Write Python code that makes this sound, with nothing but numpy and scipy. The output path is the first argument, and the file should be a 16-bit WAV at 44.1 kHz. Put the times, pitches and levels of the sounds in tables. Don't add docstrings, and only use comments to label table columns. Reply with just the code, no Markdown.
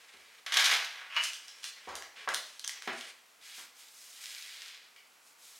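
import sys
import numpy as np
from scipy import signal
from scipy.fft import rfft, irfft
from scipy.io import wavfile
from scipy.ndimage import map_coordinates

SR = 44100
rng = np.random.default_rng(int(sys.argv[2]) if len(sys.argv) > 2 else 0)


def pcm_store(signal):
    levels = np.round(np.clip(np.atleast_2d(signal), -1, 1) * 32767)
    wavfile.write(sys.argv[1], SR, levels.astype(np.int16).T)


N = 246519
TIME_S = np.arange(N) / SR
HIT_TIME_S = TIME_S[:16384]

# time in seconds, level in dB, treble in dB re level.
DRAG_CURVE = [(0.475, -38, -3), (0.51, -44.5, -4.5), (0.58, -27, 0.5), (0.69, -32, -0.5), (0.729, -25, 0.5),
              (0.8, -38.5, -3.5), (0.93, -45, -4), (1.1, -48, -14)]
# time in seconds, level in dB, treble in dB re level.
HOOK_CURVE = [(1.1, -42, -21), (1.154, -36, -19), (1.17, -20.5, -41), (1.218, -37.5, -6), (1.242, -36.5, 5),
              (1.27, -53, 1)]
# start in seconds, level in dB, treble in dB, contact decay in ms.
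KNOCKS = [(0.463, -23.5, -13.5, 11.6), (0.521, -20, -12, 43), (0.541, -22, -3, 6.9),
          (0.57, -10.5, -8.5, 6.6), (0.596, -14.5, -9.5, 8.7), (0.642, -24.5, 0.5, 24),
          (0.656, -23, -2, 17), (0.676, -18, -12, 10), (0.71, -20, -32, 7.6), (0.728, -10.5, -40, 6.6),
          (0.845, -26, -11.5, 16), (1.015, -30, -38, 22)]
# start in seconds, level in dB, treble in dB, ping pitch in Hz.
CLACKS = [(1.146, -33, -33, 2050), (1.165, -22.5, -38, 2760), (1.237, -25.5, 1, 2900),
          (1.253, -27, -9.5, 2960), (1.333, -31.5, -2.5, 3020), (1.482, -35, -10, 5460),
          (1.633, -31.5, -26, 3360), (1.642, -22.5, -11.5, 3460), (1.89, -38.5, -7, 6000),
          (1.954, -28.5, -0.5, 4650), (2.023, -32, -12, 1940), (2.289, -22, -8.5, 1630),
          (2.339, -30.5, 2, 1660), (2.345, -18, -2.5, 3820), (2.595, -31.5, -2.5, 4300),
          (2.642, -30.5, -9, 3260), (2.646, -25, -10, 6100), (2.677, -24, 1, 5800), (2.694, -25, -10, 2000),
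          (2.822, -29.5, -12, 1830), (3.01, -28.5, -14, 2920)]
# start in seconds, slap in dB,
# slap/scuff crossover in Hz, board pitch in Hz, boom in dB, thud in dB, scuff in dB, contact decay in ms.
FLOOR_BLOWS = [(.139, -63, 1480, 239, -64.5, -80, -77, 16), (0.527, -75, 1500, 201, -58, -79, -62, 34),
               (1.873, -40, 1200, 227, -53, -62, -49, 94), (2.275, -30.5, 2400, 239, -69, -85, -55, 15),
               (2.875, -34, 2940, 245.4, -39.5, -76, -48.5, 6.2),
               (3.581, -54.5, 2000, 161, -67.5, -96, -52.5, 17)]
# start in seconds, length in seconds, level in dB, treble in dB re level.
SWEEPS = [(3.412, 0.11, -49.5, -3), (3.544, 0.039, -54, 6.5), (3.749, 0.078, -57.5, 5),
          (5.223, 0.036, -73.5, 15.5), (5.384, 0.25, -62, 9)]
# time in seconds, level in dB, treble in dB re level.
PULL_CURVE = [(3.88, -65, 2), (3.884, -72, 12.5), (3.956, -62, 9), (4.204, -54, 1), (4.21, -49.5, 0),
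              (4.314, -49, -0.5), (4.71, -49.5, -9.5), (4.92, -65, -31), (4.93, -84, -8)]
# start in seconds, peak in dB.
SNAPS = [(4.2582, -25), (4.3074, -31), (4.349, -28), (4.3834, -29), (4.4248, -29), (4.6199, -28),
         (4.6604, -33), (4.6862, -34), (4.7466, -37)]
# start in seconds, level in dB.
HEAD_KNOCKS = [(4.9626, -47), (4.9864, -53)]
# start in seconds, length in seconds,
# level in dB, treble in dB re level.
RUSTLES_AND_SCUFF = [(0.0, .4, -54, -8), (0.119, 0.018, -55, -25), (1.4, 0.23, -52.5, -4.5),
                     (1.625, 0.07, -53, 8.5), (1.75, 0.22, -50, -13), (2.156, 0.093, -43, -17),
                     (2.448, 0.13, -53, -1.5), (2.745, 0.047, -46, -27), (2.819, 0.044, -45, -7),
                     (2.923, 0.18, -44.5, -4.5)]

# frequency in Hz, gain in dB.
DRAG_COLOUR = [(59, -89), (100, -40), (205, -26.5), (326, -28), (668, -5.5), (879, -4), (1400, 0),
               (1490, 3.5), (2090, 2.5), (3690, -7.5), (4750, -18.5), (5870, -21.5), (7890, -33.5),
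               (11100, -37), (15500, -50)]
# frequency in Hz, gain in dB.
HOOK_COLOUR = [(120, -67), (200, -58), (365, -64), (653, -13.5), (728, -31), (957, -10), (1430, -5.5),
               (1650, -7.5), (2900, -1), (3680, -18), (5010, -16), (7480, -27), (11000, -31), (15500, -55)]
# frequency in Hz, gain in dB.
CLACK_COLOUR = [(180, -34), (300, -38), (571, -23), (1440, -9), (1640, -2), (2360, -11.5), (3020, 0.5),
                (4490, -3), (5850, 2.5), (9600, -3), (15500, -22)]
# frequency in Hz, gain in dB.
FLOOR_BLOW_COLOUR = [(250, -10.5), (400, -4.5), (550, 2), (850, 5), (1300, 6.5), (1750, 8.5), (2700, 5),
                     (4500, 0), (7000, -7), (14000, -46)]
# frequency in Hz, gain in dB.
BRISTLE_COLOUR = [(240, -38), (400, -28), (459, -26), (683, -22), (738, -15), (796, -23), (1200, -10.5),
                  (1590, -3.5), (1990, 0.5), (4030, 1), (8150, -4), (14100, -13.5), (15500, -17)]
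# frequency in Hz, gain in dB.
SNAP_COLOUR = [(800, -27), (2500, 18), (5000, 20), (8000, 12), (11000, -16), (15500, -10)]
# frequency in Hz, gain in dB.
CLOTH_COLOUR = [(120, -29), (200, -17.5), (365, -23), (437, -6), (715, -7), (812, -7.5), (1380, -0.5),
                (2090, 5.5), (9480, -8), (15500, -30)]
# frequency in Hz, gain in dB.
AIR_COLOUR = [(24, -72), (40, -34.5), (253, -14.5), (309, -13.5), (350, -14), (449, -9), (562, -10),
              (778, -7), (949, -6.5), (1410, -5), (1730, -8), (2270, -5.5), (3060, -9), (7710, -12.5),
              (15500, -20.5)]

# frequency in Hz, t60 in seconds, relative level in dB.
HANGER_MODES = [(2670, 0.031, -9), (2920, 0.12, 21), (2745, 0.084, 13), (3020, 0.072, -6), (5760, .1, -27)]
# multiple of board pitch, t60 in seconds, relative level in dB.
BOARD_MODES = [(1, 0.075, 1.5), (1.47, 0.049, 5), (1.66, 0.056, 4.5), (2.1, 0.04, 4), (2.66, 0.16, -6)]
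# frequency in Hz, t60 in seconds, relative level in dB.
THUD_MODES = [(72, 0.46, -2), (87, 0.23, 0)]
# frequency in Hz, t60 in seconds, relative level in dB.
HEAD_MODES = [(1970, 0.023, -6), (2260, 0.018, 4), (2920, 0.0066, 7.5), (4420, .008, -1)]
# frequency in Hz, t60 in seconds.
ROOM_T60 = [(100, 0.29), (400, 0.43), (2000, 0.44), (5000, 0.49), (10000, 0.3), (16000, 0.51)]
# frequency in Hz, side in dB re mid.
ROOM_WIDTH = [(100, -25), (250, -21), (500, -14.5), (1000, -11.5), (2000, -22), (8000, -22), (14000, -100)]
# frequency in Hz, side in dB re mid.
AIR_WIDTH = [(60, -9), (110, -9), (200, -5), (380, -4.5), (700, -5), (1290, -3.5), (2380, -5.5),
             (4400, -23), (8120, -37), (15000, -23)]

TREBLE_HZ, TOP_HZ = 5000, 15850
KNOCK_ROOM_DB = -2.5
CLACK_MS, PING_T60_S = 2.12, 0.0055
WALL_LAG_S = 0.004
FAR_ROOM_DB, NEARING_DB_PER_S = 6, 4.5
HOOK_GLIDE_PER_S = 0.676
STROKE_EDGE_DB = -8.5
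SWEEP_ATTACK_S, SWEEP_RELEASE_S, SWEEP_DULLING_DB_PER_S = 0.052, 0.062, 14
RUSTLE_ATTACK_S, RUSTLE_RELEASE_S, RUSTLE_DULLING_DB_PER_S = 0.015, 0.013, 7
CATCH_DB, CATCH_GROWTH = -6.5, 0.69
AIR_MID_DB = -62.75


def hangers():
    skid = undb(-3.5) * friction([DRAG_CURVE], DRAG_COLOUR, slips_per_s=2000, spread_db=0.5,
                                 judder_db=2.5, judder_rate_hz=170)
    hook = undb(-4.5) * friction([HOOK_CURVE], HOOK_COLOUR, slips_per_s=4000, spread_db=2.5,
                                 judder_db=1.4, judder_rate_hz=140)
    ringing = unit(signal.fftconvolve(hook, ring(HANGER_MODES))[:N])
    ringing = undb(-7.5) * np.std(hook) * ringing
    rubbing = skid + hook + glide(ringing, 1.18, HOOK_GLIDE_PER_S)
    direct, walls = placed(rubbing, room_db=-2)
    for start_s, db, treble_db, ms in KNOCKS:
        knock = undb(db) * tap(DRAG_COLOUR, body_db=-17, treble_db=treble_db - 3, ms=ms)
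        add(direct, start_s, knock)
        add(walls, start_s, knock * undb(KNOCK_ROOM_DB))
    for start_s, db, treble_db, ping_hz in CLACKS:
        ping = undb(-14.5) * burst(ring([(ping_hz, PING_T60_S, 0)]), 4.0)
        contact_sound = tap(CLACK_COLOUR, body_db=-14, treble_db=treble_db - 11.5, ms=CLACK_MS)
        clack = undb(db) * (contact_sound + ping)
        room_db = FAR_ROOM_DB - NEARING_DB_PER_S * (start_s - CLACKS[0][0])
        add(direct, start_s, clack)
        add(walls, start_s + WALL_LAG_S, clack * undb(room_db))
    return np.array([direct, walls])


def footsteps_and_broom_thud():
    track = np.zeros(N)
    for start_s, slap_db, edge_hz, board_hz, boom_db, thud_db, scuff_db, ms in FLOOR_BLOWS:
        slap, scuff = split(colour(contact(ms), FLOOR_BLOW_COLOUR), edge_hz)
        modes = [(ratio * board_hz, t60_s, db) for ratio, t60_s, db in BOARD_MODES]
        boards = split(ring(modes), 132)[1]
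        thud = split(ring(THUD_MODES), 220)[0]
        parts = (slap, slap_db), (scuff, scuff_db), (boards, boom_db), (thud, thud_db)
        add(track, start_s, sum(undb(db) * burst(part, 29.0) for part, db in parts))
    return placed(track, room_db=5.5)


def broom():
    strokes = [stroke(*row, SWEEP_ATTACK_S, SWEEP_RELEASE_S, SWEEP_DULLING_DB_PER_S) for row in SWEEPS]
    hiss = undb(-2.7) * friction(strokes + [PULL_CURVE], BRISTLE_COLOUR, slips_per_s=14000, spread_db=3.0,
                                 judder_db=0.6, judder_rate_hz=90)
    loudest_db = max(db for _, db, _ in PULL_CURVE)
    catching = [(s, db + CATCH_DB + CATCH_GROWTH * (db - loudest_db), treble_db)
                for s, db, treble_db in PULL_CURVE]
    crackle = friction([catching], BRISTLE_COLOUR, slips_per_s=320, spread_db=2.6,
                       judder_db=2, judder_rate_hz=50)
    snap = colour(signal.unit_impulse(len(HIT_TIME_S)), SNAP_COLOUR)
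    snaps, head = np.zeros(N), np.zeros(N)
    for start_s, db in SNAPS:
        add(snaps, start_s, undb(db) * snap / np.abs(snap).max())
    for start_s, db in HEAD_KNOCKS:
        add(head, start_s, undb(db - 4.0) * burst(ring(HEAD_MODES), 9.6))
    return placed(hiss + crackle, room_db=-2) + placed(snaps, room_db=-24) + placed(head, room_db=6)


def dress_and_heel_scuff():
    moves = [stroke(*row, RUSTLE_ATTACK_S, RUSTLE_RELEASE_S, RUSTLE_DULLING_DB_PER_S)
             for row in RUSTLES_AND_SCUFF]
    rubbing = friction(moves, CLOTH_COLOUR, slips_per_s=9000, spread_db=0.0, judder_db=2.0, judder_rate_hz=99)
    return placed(undb(-6.1) * rubbing, room_db=-4.5)


def air():
    mid, side = (unit(colour(rng.standard_normal(N), AIR_COLOUR)) for _ in range(2))
    side = colour(side, AIR_WIDTH)
    return undb(AIR_MID_DB) * np.array([mid + side, mid - side])


def room_response(build_s):
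    t = TIME_S[:32768]
    hz = np.fft.rfftfreq(len(t), 1 / SR)
    noise = rfft(rng.standard_normal((2, len(t))))
    noise[1] *= undb(read(ROOM_WIDTH, hz))
    tail = 0
    for k, (_, t60_s) in enumerate(ROOM_T60):
        share = read([(f, float(j == k)) for j, (f, _) in enumerate(ROOM_T60)], hz)
        tail = tail + irfft(noise * share) * np.exp(-np.log(1000) * t / t60_s)
    mid, side = tail * (1 - np.exp(-t / build_s))
    return np.array([mid + side, mid - side]) / np.sqrt(np.sum(mid ** 2))


def placed(x, room_db):
    wet = undb(room_db)
    return np.array([x, wet * x]) / np.sqrt(1 + wet ** 2)


def friction(curves, outline, slips_per_s, spread_db, judder_db, judder_rate_hz):
    happens = rng.random(N) < slips_per_s / SR
    sign = rng.choice([-1, 1], N)
    size = undb(spread_db * np.minimum(rng.exponential(size=N), 5))
    grip = undb(judder_db * walk(judder_rate_hz))
    body, treble = map(unit, split(colour(happens * sign * size * grip, outline), TREBLE_HZ))
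    track = np.zeros(N)
    for curve in curves:
        s, db, treble_db = np.transpose(curve)
        touching = (TIME_S >= s[0]) & (TIME_S <= s[-1])
        t = TIME_S[touching]
        level = undb(np.interp(t, s, db))
        brightness = undb(np.interp(t, s, treble_db))
        track[touching] += level * (body[touching] + brightness * treble[touching])
    return track


def stroke(start_s, length_s, db, treble_db, attack_s, release_s, dulling_db_per_s):
    end_s = start_s + max(length_s, attack_s)
    end_treble_db = treble_db - dulling_db_per_s * length_s
    return [(start_s, db + STROKE_EDGE_DB, treble_db),
            (start_s + attack_s, db, treble_db),
            (end_s, db, end_treble_db),
            (end_s + release_s, db + STROKE_EDGE_DB, end_treble_db)]


def tap(outline, body_db, treble_db, ms):
    body, treble = split(colour(contact(ms), outline), TREBLE_HZ)
    length_ms = 2 + abs(ms) / 2
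    return undb(body_db) * burst(body, length_ms) + undb(treble_db) * burst(treble, length_ms)


def contact(ms):
    fade = np.exp(-HIT_TIME_S * 1000 / max(ms, 1))
    swell = 1 - np.exp(-HIT_TIME_S / 0.00015)
    spectrum = rfft(rng.standard_normal(len(HIT_TIME_S)) * fade)
    flat = irfft(spectrum / np.abs(spectrum))
    return flat * np.sqrt(fade) * swell + 1e-18


def ring(modes):
    tone = sum(undb(db - 60 * HIT_TIME_S / t60_s) * np.cos(2 * np.pi * hz * HIT_TIME_S)
               for hz, t60_s, db in modes)
    return split(tone, modes[0][0] / 3)[1]


def glide(x, around_s, share_per_s):
    shift_s = share_per_s * np.clip(TIME_S - around_s, -.5, .5) ** 2 / 2
    return map_coordinates(x, [(TIME_S + shift_s) * SR], order=3)


def walk(rate_hz):
    return np.interp(TIME_S * rate_hz, np.arange(4096), rng.standard_normal(4096))


def colour(x, points):
    size = 4096
    hz = np.maximum(np.fft.rfftfreq(size, 1 / SR), 1)
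    gain = undb(read(points, hz)) * np.minimum(hz / points[0][0], 1) ** 2
    cepstrum = irfft(np.log(gain))
    cepstrum[1:size // 2] *= 2
    cepstrum[size // 2 + 1:] = 0
    return signal.fftconvolve(x, irfft(np.exp(rfft(cepstrum))))[:len(x)]


def split(x, hz):
    parts = []
    for kind in ("low", "high"):
        once = signal.butter(2, hz, kind, fs=SR, output="sos")
        parts.append(signal.sosfilt(np.tile(once, (2, 1)), x))
    return parts


def read(points, hz):
    f, value = np.transpose(points)
    return np.interp(np.log(np.maximum(hz, 1)), np.log(f), value)


def undb(db):
    return 10 ** (np.asarray(db) / 20)


def unit(x):
    return x / np.sqrt(np.mean(x ** 2))


def burst(x, ms):
    return x * np.sqrt(ms * SR / 1000 / np.sum(x ** 2))


def add(track, start_s, x):
    start = max(int(start_s * SR), 0)
    track[start:start + len(x)] += x[:N - start]


def scene():
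    direct, walls = hangers() + footsteps_and_broom_thud() + broom() + dress_and_heel_scuff()
    echoes = signal.fftconvolve(walls[None], room_response(build_s=0.00053), axes=1)[:, :N]
    return direct + echoes + air()


def record(dry):
    balance = undb(0.14 * np.array([[-1], [1]]))
    lowpass = signal.ellip(10, .1, 80, TOP_HZ, fs=SR, output="sos")
    return signal.sosfilt(lowpass, dry * balance)


dry = scene()
out = record(dry)
pcm_store(out)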